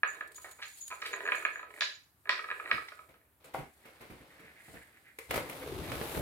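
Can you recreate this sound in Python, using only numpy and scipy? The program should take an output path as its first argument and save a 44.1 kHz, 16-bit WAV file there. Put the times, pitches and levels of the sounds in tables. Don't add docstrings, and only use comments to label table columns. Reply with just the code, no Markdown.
import sys
import numpy as np
from scipy import signal
from scipy.fft import rfft, irfft, next_fast_len
from scipy.io import wavfile
from scipy.ndimage import uniform_filter1d

SR = 44100
rng = np.random.default_rng(int(sys.argv[2]) if len(sys.argv) > 2 else 0)


def master(y):
    cut = np.clip(np.atleast_2d(y).T, -1, 1)
    pcm = np.round(cut * 32767)
    wavfile.write(sys.argv[1], SR, pcm.astype(np.int16))


N = 273856

# (frequency [Hz], level [dB])
FLOOR_COLOUR = [(15, -59.5), (25, -34), (45, -27), (64, -5.5), (206, -21.5), (285, -17), (427, -27),
                (1290, -23.5), (3430, -35), (5730, -40), (12900, -26.5), (16000, -29.5)]
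FLOOR_DB = -70
# (frequency [Hz], correlation [-1 to 1])
EAR_LIKENESS = [(40, 0.7), (120, .92), (300, 0.84), (600, 0.78), (1200, 0.084), (2400, 0.098),
                (16000, 0.13)]
# (frequency [Hz], time to fall 60 dB [s])
ROOM_DECAY = [(150, 0.15), (500, 0.24), (1500, 0.34), (4000, 0.33), (8000, 0.46), (15000, 0.067)]
# (frequency [Hz], level [dB])
TAIL_COLOUR = [(100, -3.5), (220, -4), (450, 2.5), (1000, 0), (2000, -1.5), (4200, 0), (8000, -2),
               (15000, -5.5)]
CUTOFF_HZ = 15900

# (frequency [Hz], level [dB], time to fall 60 dB [s])
TRACK_MODES = [(316.4, -31, 0.073), (416, -24, 0.061), (490, -28, 0.078), (630, -19.5, 0.051),
               (835, -16.5, 0.015), (1005.5, -15.5, 0.068), (1282, -8, 0.045), (1456, -13.5, 0.055),
               (1700, -1, 0.017), (1907, -3.5, 0.019), (2234, -0.5, 0.016), (2423, -4, 0.016),
               (2960, -10, 0.011), (3200, -25.5, .012), (3860, -12, 0.019), (4240, -19.5, 0.023),
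               (4770, -39.5, .01)]
# (start [s], fastest [s], stop [s], level [dB])
BALL_ROLLS = [(0.0, .15, 0.54, -61), (.88, 1.2, 1.8, -50), (1.5, 1.78, 1.99, -60), (2.235, 2.31, 2.59, -56),
              (2.38, 2.68, 2.97, -55), (2.8, 3.0, 3.47, -70)]
RUMBLE_LAW, RATTLE_LAW = 1.51, 1.8
# (time [s], peak level [dB], favoured frequency [Hz])
RIM_KNOCKS = [(0.033, -13, 1710), (0.2094, -27, 1654), (0.38, -44.5, 1270), (0.913, -34, 990),
              (0.924, -35, 630), (1.0234, -28, 1780), (1.1315, -29, 1130), (1.1381, -23.5, 1970),
              (1.254, -30.5, 1710), (1.2637, -27, 1680), (1.276, -25, 1790), (1.2877, -21.5, 1775),
              (1.2968, -29, 1720), (1.3203, -17, 2096), (1.33, -28, 1610), (1.3472, -23, 1690),
              (1.4242, -35, 1280), (1.451, -16, 1580), (1.4625, -29.5, 2040), (1.4867, -34.5, 1660),
              (1.5576, -29.5, 1700), (1.5937, -36, 1730), (1.6296, -37.5, 1270), (1.704, -47, 1270),
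              (1.8098, -23, 1730), (1.8199, -20.5, 1740), (2.256, -41, 1720), (2.273, -37, 1680),
              (2.2933, -14, 1950), (2.3264, -25.5, 1950), (2.3928, -27.5, 1940), (2.4424, -31, 1630),
              (2.4874, -32.5, 1210), (2.5026, -27, 1690), (2.5133, -23, 1700), (2.523, -33, 1270),
              (2.599, -29.5, 1330), (2.659, -31, 2000), (2.703, -33, 1270), (2.7138, -12.5, 2100),
              (2.7804, -30, 1270), (2.9201, -39, 1420), (2.9914, -41.5, 1270)]
USUAL_KNOCK_DB = -29
BODY_DB, BODY_LOSS = 0.5, 0.32
MIDDLE_LOSS = 0.35
EDGE_DB = -4

# (start [s], strongest [s], stop [s], level [dB])
PAW_STROKES = [(.04, .1, 0.27, -60.5), (.3, .42, 0.72, -59), (.56, .8, 1.21, -57), (1.0, 1.37, 1.66, -59.5),
               (1.68, 1.8, 1.94, -60), (2.15, 2.75, 3.17, -62), (3.45, 3.75, 10, -71.5),
               (4.56, 4.7, 4.92, -61), (5.17, 5.21, 7.5, -64.5)]
STROKE_LAW = 0.83
# (time [s], level [dB], time to fall 60 dB [s])
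PAW_FLICKS = [(0.273, -56.5, 0.059), (.316, -57, .045), (.344, -53, .05), (.36, -49, .08), (.414, -62, .2),
              (.51, -51, 0.05), (.679, -56, .05), (.771, -52, 0.088), (.815, -57, 0.067),
              (.8765, -49.5, 0.06), (1.058, -51, 0.3), (1.349, -54.5, 0.21), (3.441, -57.5, 0.2),
              (3.547, -60, 0.19)]
# (frequency [Hz], level [dB])
PILE_COLOUR = [(2500, -6.5), (4200, -1.5), (5800, -10.5), (7200, -1), (9000, 1.5), (12000, -4), (16000, -5)]
# (time [s], level [dB])
RING_STIRS = [(0.071, -49.5), (.35, -51), (.405, -61), (0.501, -62), (.65, -53.5), (.735, -57), (.803, -47),
              (.87, -48.5), (1.12, -52), (1.24, -56), (1.35, -49), (1.42, -59.5), (1.54, -58), (1.801, -50),
              (1.87, -63)]
SHIVER_SWELL_S, SHIVER_T60_S = 0.0092, 0.39
# (time [s], level [dB], centre [Hz], swell [s], time to fall 60 dB [s])
BALL_SKIDS = [(0.442, -46.5, 595, .003, 0.25), (0.584, -50.5, 700, 0.008, 0.13),
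              (0.614, -38, 3260, 0.018, 0.098), (0.902, -40.5, 1200, 0.0023, 0.063),
              (0.916, -43, 800, 0.005, 0.13), (1.017, -37.5, 4500, 0.0027, 0.053),
              (1.047, -35, 3020, 0.015, 0.089), (2.879, -40.5, 2920, 0.01, 0.023),
              (3.139, -57.5, 1230, 0.0026, 0.054), (5.86, -51, 4200, 0.041, .2)]
# (time [s], peak level [dB])
BALL_CLACKS = [(1.808, -14), (2.293, -16), (2.712, -28.5)]
# (frequency [Hz], level [dB])
CLACK_COLOUR = [(300, -41), (1000, -27), (1900, 4.5), (3000, -1), (4300, 3), (5200, -5.5), (6500, -18.5),
                (9000, -25), (16000, -35.5)]

# (frequency [Hz], level [dB])
THUD_COLOUR = [(30, -10), (70, -3.5), (130, -4), (280, -4.5), (450, -17.5), (900, -30), (3000, -86)]
DULL_KNOCK_COLOUR = [(120, -41), (300, -0.5), (480, -0.5), (900, -7.5), (1500, -6), (2200, -13),
                     (3000, -15.5), (7000, -30.5)]
SCRAPE_COLOUR = [(700, -50), (2100, 17.5), (3200, -2), (4300, -3), (6000, -7), (11000, 0), (16000, -1)]
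# (time [s], thud level [dB], dull knock level [dB])
PAW_FALLS = [(2.724, -48, -51.5), (3.085, -63.5, -61), (3.439, -67, -56), (3.535, -51, -44.5),
             (3.577, -42.5, -50), (3.85, -62, -54), (4.004, -55, -51), (4.097, -47.5, -53),
             (4.2, -55.5, -62), (4.39, -61.5, -57.5), (4.435, -61, -75), (4.677, -55, -57.5),
             (4.735, -51, -53)]
FOOT_SWELL_S, FOOT_T60_S = 0.0076, 0.22
FOOT_SCRAPE_DB = -3.5
# (frequency [Hz], level [dB], time to fall 60 dB [s])
TOCK_MODES = [(563, -3, 0.025), (642, 3.5, 0.02), (767, 2.5, 0.023), (960, -6, 0.0201), (1120, -2, 0.019),
              (1417, -3.5, 0.017), (2020, -7.5, 0.017)]
# (time [s], thud level [dB], knock level [dB], scrape level [dB])
CLOSE_TAPS = [(5.186, -69, -42, -38.5), (5.308, -48, -29, -30.5), (5.341, -45, -31, -35),
              (5.356, -38, -31.5, -34.5), (5.376, -46, -30, -38), (5.496, -45, -42.5, -38),
              (5.917, -42, -32, -40), (6.012, -37, -32, -55), (6.147, -56, -33, -46),
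              (6.174, -32.5, -35, -60)]
TAP_SWELL_S, TAP_T60_S = 0.0019, 0.042
# (start [s], fastest [s], stop [s], level [dB])
DISTANT_ROLLS = [(3.6, 4.75, 5.26, -60.5), (5.17, 5.4, 8.7, -59)]

# (start [s], strongest [s], stop [s], level [dB])
CLOTH_SHUFFLES = [(3.4, 3.47, 3.58, -62.5), (3.75, 4.08, 4.53, -62.5), (4.15, 4.4, 5.2, -66)]
SHUFFLE_RUB_DB = -8.5
# (time [s], rumble level [dB], rub level [dB], friction level [dB], hiss level [dB])
CLOTH_LEVELS = [(5.28, -76, -73, -67, -75), (5.304, -49.5, -48, -46.5, -60), (5.364, -48, -36, -40, -44.5),
                (5.442, -61, -45, -52, -61), (5.524, -69, -47.5, -50, -55.5), (5.77, -45, -45, -48, -58.5),
                (6.01, -50.5, -42.5, -44, -50.5), (6.134, -57, -48, -45, -49),
                (6.174, -37.5, -34, -43.5, -47), (6.21, -41, -36, -48, -50)]
# (frequency [Hz], level [dB])
RUMBLE_COLOUR = [(15, -47), (25, -17), (50, 1), (65, 7.5), (113, 1), (140, 0), (260, -10.5), (340, -33),
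                 (570, -120)]
RUB_COLOUR = [(88, -11), (150, 2.5), (210, -10), (294, 5.5), (472, -3.5), (595, -3), (1500, -18),
              (1950, -56), (3300, -120)]
FRICTION_COLOUR = [(590, 7), (1000, 3), (1330, 2.5), (1860, -9.5), (2410, -2.5), (2840, -6.5), (3710, -5),
                   (7000, -17.5), (9100, -31), (15400, -120)]
HISS_COLOUR = [(3240, -30), (5500, -31), (6040, -9), (9490, -3.5), (11700, -0.5), (15100, -3), (16000, -9)]
# (start [s], strongest [s], stop [s], level [dB])
SLEEVE_SLIDE = [(5.5, 5.72, 6.04, -43)]
SLEEVE_HZ, SLEEVE_SINK_OCTAVES_PER_S = 414.3, 2.6


def from_db(db):
    return 10 ** (np.asarray(db) / 20)


def rms_one(x):
    return x / np.sqrt(np.mean(x ** 2) + 1e-20)


def at_hz(points, hz):
    f, value = np.transpose(points)
    return np.interp(np.log(np.maximum(hz, 1)), np.log(f), value)


def band(x, low_hz, high_hz, order=2):
    corners = [low_hz, min(high_hz, SR / 2 - 100)]
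    return signal.sosfilt(signal.butter(order, corners, "band", fs=SR, output="sos"), x)


def delayed(x, seconds):
    i = np.arange(len(x))
    return np.interp(i - seconds * SR, i, x, left=0)


def add(out, s, sound):
    i = max(int(s * SR), 0)
    out[i:i + len(sound)] += sound[:N - i]


def burst(swell, t60):
    t = np.arange(SR // 2) / SR
    return np.minimum(t / swell, 1) * np.exp(-np.log(1000) * np.maximum(t - swell, 0) / t60)


def gains(rows):
    s, *columns = np.transpose(rows)
    t = np.arange(N) / SR
    fade = np.clip(np.minimum(t - s[0], s[-1] - t) / 0.04 + 1, 0, 1)
    return [fade * from_db(np.interp(t, s, column)) for column in columns]


def movements(rows, law):
    t = np.arange(N) / SR
    each = [from_db(db) * np.interp(t, [start, top, stop], [0, 1, 0]) ** law
            for start, top, stop, db in rows]
    return np.sqrt(np.sum(np.square(each), axis=0))


def drift(rate):
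    knots = rng.standard_normal(int(N / SR * rate) + 2)
    return rms_one(np.interp(np.arange(N) / SR * rate, np.arange(len(knots)), knots))


def noise(colour):
    size = next_fast_len(N, real=True)
    hz = np.arange(size // 2 + 1) * SR / size
    mid, side = rfft(rng.standard_normal((2, size)))
    alike = np.clip(at_hz(EAR_LIKENESS, hz), -1, 1)
    pair = np.sqrt(1 + alike) * mid + np.sqrt(1 - alike) * side * [[1], [-1]]
    skirts = 1 / (1 + (hz / colour[-1][0]) ** 10) * hz / (hz + colour[0][0] / 2)
    return rms_one(irfft(pair * from_db(at_hz(colour, hz)) * skirts, size)[:, :N])


def grains(per_s, spread_db):
    sizes = from_db(spread_db * np.minimum(rng.exponential(1, N), 4))
    return sizes * rng.choice([-1, 1], N) * (rng.random(N) < per_s / SR)


def ring(clicks, hz, t60):
    r, w = from_db(-60 / (t60 * SR)), 2 * np.pi * hz / SR
    return signal.lfilter([0, np.sin(w)], [1, -2 * r * np.cos(w), r * r], clicks + 1e-18)


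def rattled(per_s, spread_db):
    skips = grains(per_s, spread_db)
    modes = sum(from_db(db) * ring(skips * rng.normal(0, 1, N), hz, t60) for hz, db, t60 in TRACK_MODES)
    return rms_one(band(modes, 250, 5000))


def padded(blows, swell_s, t60, lowest_hz=42):
    out, envelope = np.zeros((2, N)), burst(max(swell_s, 1e-4), t60)
    envelope_rms = np.sqrt(np.mean(envelope ** 2))
    for k, colour in enumerate([THUD_COLOUR, DULL_KNOCK_COLOUR, SCRAPE_COLOUR]):
        texture = noise(colour)
        for s, *levels_db in blows:
            stretch = texture[:, int(s * SR) // 2:][:, :len(envelope)]
            blow = rms_one(envelope * stretch) * envelope_rms
            for ear in range(2):
                add(out[ear], s, from_db(levels_db[k]) * blow[ear])
    return band(out, lowest_hz, SR / 2)


def quiet_room():
    return from_db(FLOOR_DB) * noise(FLOOR_COLOUR)


def rolling(soft_hz=600, rumble_db=-1, rattle_db=4):
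    rumble, rattle = movements(BALL_ROLLS, RUMBLE_LAW), movements(BALL_ROLLS, RATTLE_LAW)
    drumming = grains(1500, spread_db=0.5)
    low = 0
    for k, (hz, db, t60) in enumerate(TRACK_MODES[:7]):
        softness = 1 / (1 + (hz / soft_hz) ** 4)
        low = low + from_db(db) * softness * ring(drumming, hz, t60) * (-1) ** k
    rumbling = from_db(rumble_db) * rumble * rms_one(band(low, 290, 1500))
    return rumbling + from_db(rattle_db) * rattle * rattled(170, spread_db=4)


def room(x, first_wall_s=0.0036, build_s=0.0058, even_over_hz=70):
    t = np.arange(SR * 3 // 4) / SR
    size = len(t)
    source = rfft(noise(TAIL_COLOUR)[:, :size])
    hz, tail = np.arange(source.shape[1]) * SR / size, 0
    centres = np.geomspace(125, 16000, 8)
    for centre, share in zip(centres, np.eye(len(centres))):
        octave = irfft(source * at_hz(np.c_[centres, share], hz), size)
        tail = tail + octave * np.exp(-np.log(1000) * t / at_hz(ROOM_DECAY, centre))
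    spectrum = rfft(tail, 2 * size)
    width = int(even_over_hz * 2 * size / SR) + 1
    local_power = uniform_filter1d(np.abs(spectrum) ** 2, width, axis=1)
    local = np.sqrt(np.abs(local_power) + 1e-9)
    colour = from_db(at_hz(TAIL_COLOUR, np.arange(size + 1) * SR / (2 * size)))
    onset = np.clip((t - first_wall_s) / build_s, 0, 1)
    tail = irfft(spectrum / local * colour)[:, :size] * onset
    return signal.fftconvolve(np.atleast_2d(x), rms_one(tail) / np.sqrt(size), axes=1)[:, :N]


def knocks(scatter_db=3.5, favour_db=9, favour_octaves=0.12, rim_echo=0.22, rim_s=0.0017, contact_hz=5500):
    hz, mode_db, t60 = np.transpose(TRACK_MODES)
    t, out = np.arange(SR // 6) / SR, np.zeros(N)
    modes = np.sin(2 * np.pi * hz[:, None] * t) * np.exp(-np.log(1000) * t / t60[:, None])
    chance = rng.standard_normal((len(RIM_KNOCKS), len(hz)))
    for (s, peak_db, spot_hz), luck in zip(RIM_KNOCKS, chance):
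        harder_db = peak_db - USUAL_KNOCK_DB
        body_db, middle_db = BODY_DB - BODY_LOSS * harder_db, -MIDDLE_LOSS * harder_db
        tilt = [(650, body_db), (1200, middle_db), (1700, 0), (2300, 0.0035), (3600, EDGE_DB)]
        favour = favour_db * np.exp(-(np.log2(hz / spot_hz) / favour_octaves) ** 2)
        strengths = from_db(mode_db + at_hz(tilt, hz) + favour + scatter_db * luck)
        crack = (strengths @ modes) * np.minimum(t / 0.00064, 1)
        knock = crack + rim_echo * delayed(crack, rim_s)
        add(out, s, from_db(peak_db) * knock / np.abs(knock).max())
    return band(out, 320, contact_hz)


def paws(level_db=0, grain_db=2.0, flick_swell_s=0.0033):
    envelope = from_db(level_db) * movements(PAW_STROKES, STROKE_LAW)
    for s, db, t60 in PAW_FLICKS:
        add(envelope, s, from_db(db) * burst(flick_swell_s, t60))
    return envelope * noise(PILE_COLOUR) * rms_one(from_db(grain_db * drift(rate=190)))


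def shiver(hz=6815, width_hz=70, level_db=-2, waver_db=3):
    envelope = np.zeros(N)
    for s, db in RING_STIRS:
        add(envelope, s, from_db(db) * burst(SHIVER_SWELL_S, SHIVER_T60_S))
    sides = band(rng.standard_normal((2, N)), hz - width_hz / 2, hz + width_hz / 2, order=1)
    waver = from_db(level_db + waver_db * drift(rate=47))
    return waver * envelope * rms_one(band(sides, 6500, 7200))


def skids(width=1.77, grit_db=-5):
    grit = rms_one(band(grains(3000, spread_db=3.5), 850, 5000, order=3))
    judder = rattled(4500, spread_db=5.0) + from_db(grit_db) * grit
    out = np.zeros(N)
    for s, db, centre_hz, swell, t60 in BALL_SKIDS:
        envelope = burst(swell, t60)
        stretch = np.roll(judder, -int(s * SR))[:len(envelope)]
        tinted = rms_one(band(stretch, centre_hz / width, centre_hz * width, order=1))
        add(out, s, from_db(db) * envelope * tinted)
    return out


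def clacks(t60=0.02):
    envelope = np.zeros(N)
    for s, peak_db in BALL_CLACKS:
        add(envelope, s, from_db(peak_db - 9) * burst(0.00042, t60))
    return envelope * noise(CLACK_COLOUR)


def footfalls():
    blows = [(s, thud_db, knock_db, knock_db + FOOT_SCRAPE_DB) for s, thud_db, knock_db in PAW_FALLS]
    return padded(blows, FOOT_SWELL_S, FOOT_T60_S)


def clothing(rub_db=-4, friction_db=0, crackle_db=-9, rumble_db=1.5, hiss_db=1, catch_db=1.5, lumps_db=2.0):
    rumble, rub, friction, hiss = gains(CLOTH_LEVELS)
    shuffle = movements(CLOTH_SHUFFLES, law=0.43)
    catches = rms_one(from_db(catch_db * drift(rate=250)))
    ticks = np.array([grains(90, spread_db=-1.5) for ear in range(2)])
    crackle = rms_one(band(ticks, 1080, 3300))
    sliding = from_db(friction_db) * catches * noise(FRICTION_COLOUR) + from_db(crackle_db) * crackle
    hissing = from_db(hiss_db) * hiss * catches * noise(HISS_COLOUR)
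    bright = (friction + shuffle) * sliding + hissing
    dull = (from_db(rub_db) * rub + from_db(SHUFFLE_RUB_DB) * shuffle) * noise(RUB_COLOUR)
    lumps = from_db(rumble_db + lumps_db * drift(rate=30))
    shaking = lumps * rumble * noise(RUMBLE_COLOUR) * from_db([[1.5], [-1.5]])
    return bright + dull + shaking


def tock(at_s=3.5455, peak_db=-24, press_s=0.00499):
    t, out = np.arange(SR // 6) / SR, np.zeros(N)
    ringing = 0
    for k, (hz, db, t60) in enumerate(TOCK_MODES):
        decay = np.exp(-np.log(1000) * t / t60)
        ringing = ringing + from_db(db) * np.sin(2 * np.pi * hz * (t - press_s)) * decay * (-1) ** k
    ringing = ringing * np.minimum(t / press_s, 1)
    add(out, at_s, from_db(peak_db) * ringing / np.abs(ringing).max())
    return out


def far_rolling(low_hz=1600, high_hz=2300):
    ticks = grains(1200, spread_db=1.0) * from_db(6.1 * drift(rate=35))
    return movements(DISTANT_ROLLS, law=0.73) * rms_one(band(ticks, low_hz, high_hz))


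def taps():
    return padded(CLOSE_TAPS, TAP_SWELL_S, TAP_T60_S)


def sleeve(width_hz=170):
    start, strongest, stop, _ = SLEEVE_SLIDE[0]
    since = np.clip(np.arange(N) / SR, start, stop) - strongest
    centre_hz = SLEEVE_HZ * 2 ** (-SLEEVE_SINK_OCTAVES_PER_S * since)
    phase = 2 * np.pi * np.cumsum(centre_hz) / SR
    swish = drift(width_hz) * np.cos(phase) + drift(width_hz) * np.sin(phase)
    return movements(SLEEVE_SLIDE, law=1.23) * swish


def scene(toy_pan_db=1.2, toy_lag_s=0.00011, knock_db=1.5, toy_wet_db=-7, clack_wet_db=2, bump_wet_db=-5):
    toy = from_db(knock_db) * knocks() + rolling() + skids() + far_rolling()
    clack = clacks() * from_db([[-1], [1]])
    soft = footfalls() + taps() + tock()
    heard = np.array([toy, delayed(toy, toy_lag_s)]) * from_db([[-toy_pan_db], [toy_pan_db]])
    toy_echo = from_db(toy_wet_db) * room(toy) * from_db([[-1.5], [1.5]])
    blow_echo = room(from_db(clack_wet_db) * clack + from_db(bump_wet_db) * soft)
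    near = (clothing() + sleeve()) * from_db([[0.6], [-0.6]])
    return heard + clack + soft + toy_echo + blow_echo + paws() + shiver() + near + quiet_room()


def record(dry):
    return signal.sosfilt(signal.ellip(12, 0.1, 80, CUTOFF_HZ, fs=SR, output="sos"), dry)


dry = scene()
out = record(dry)
master(out)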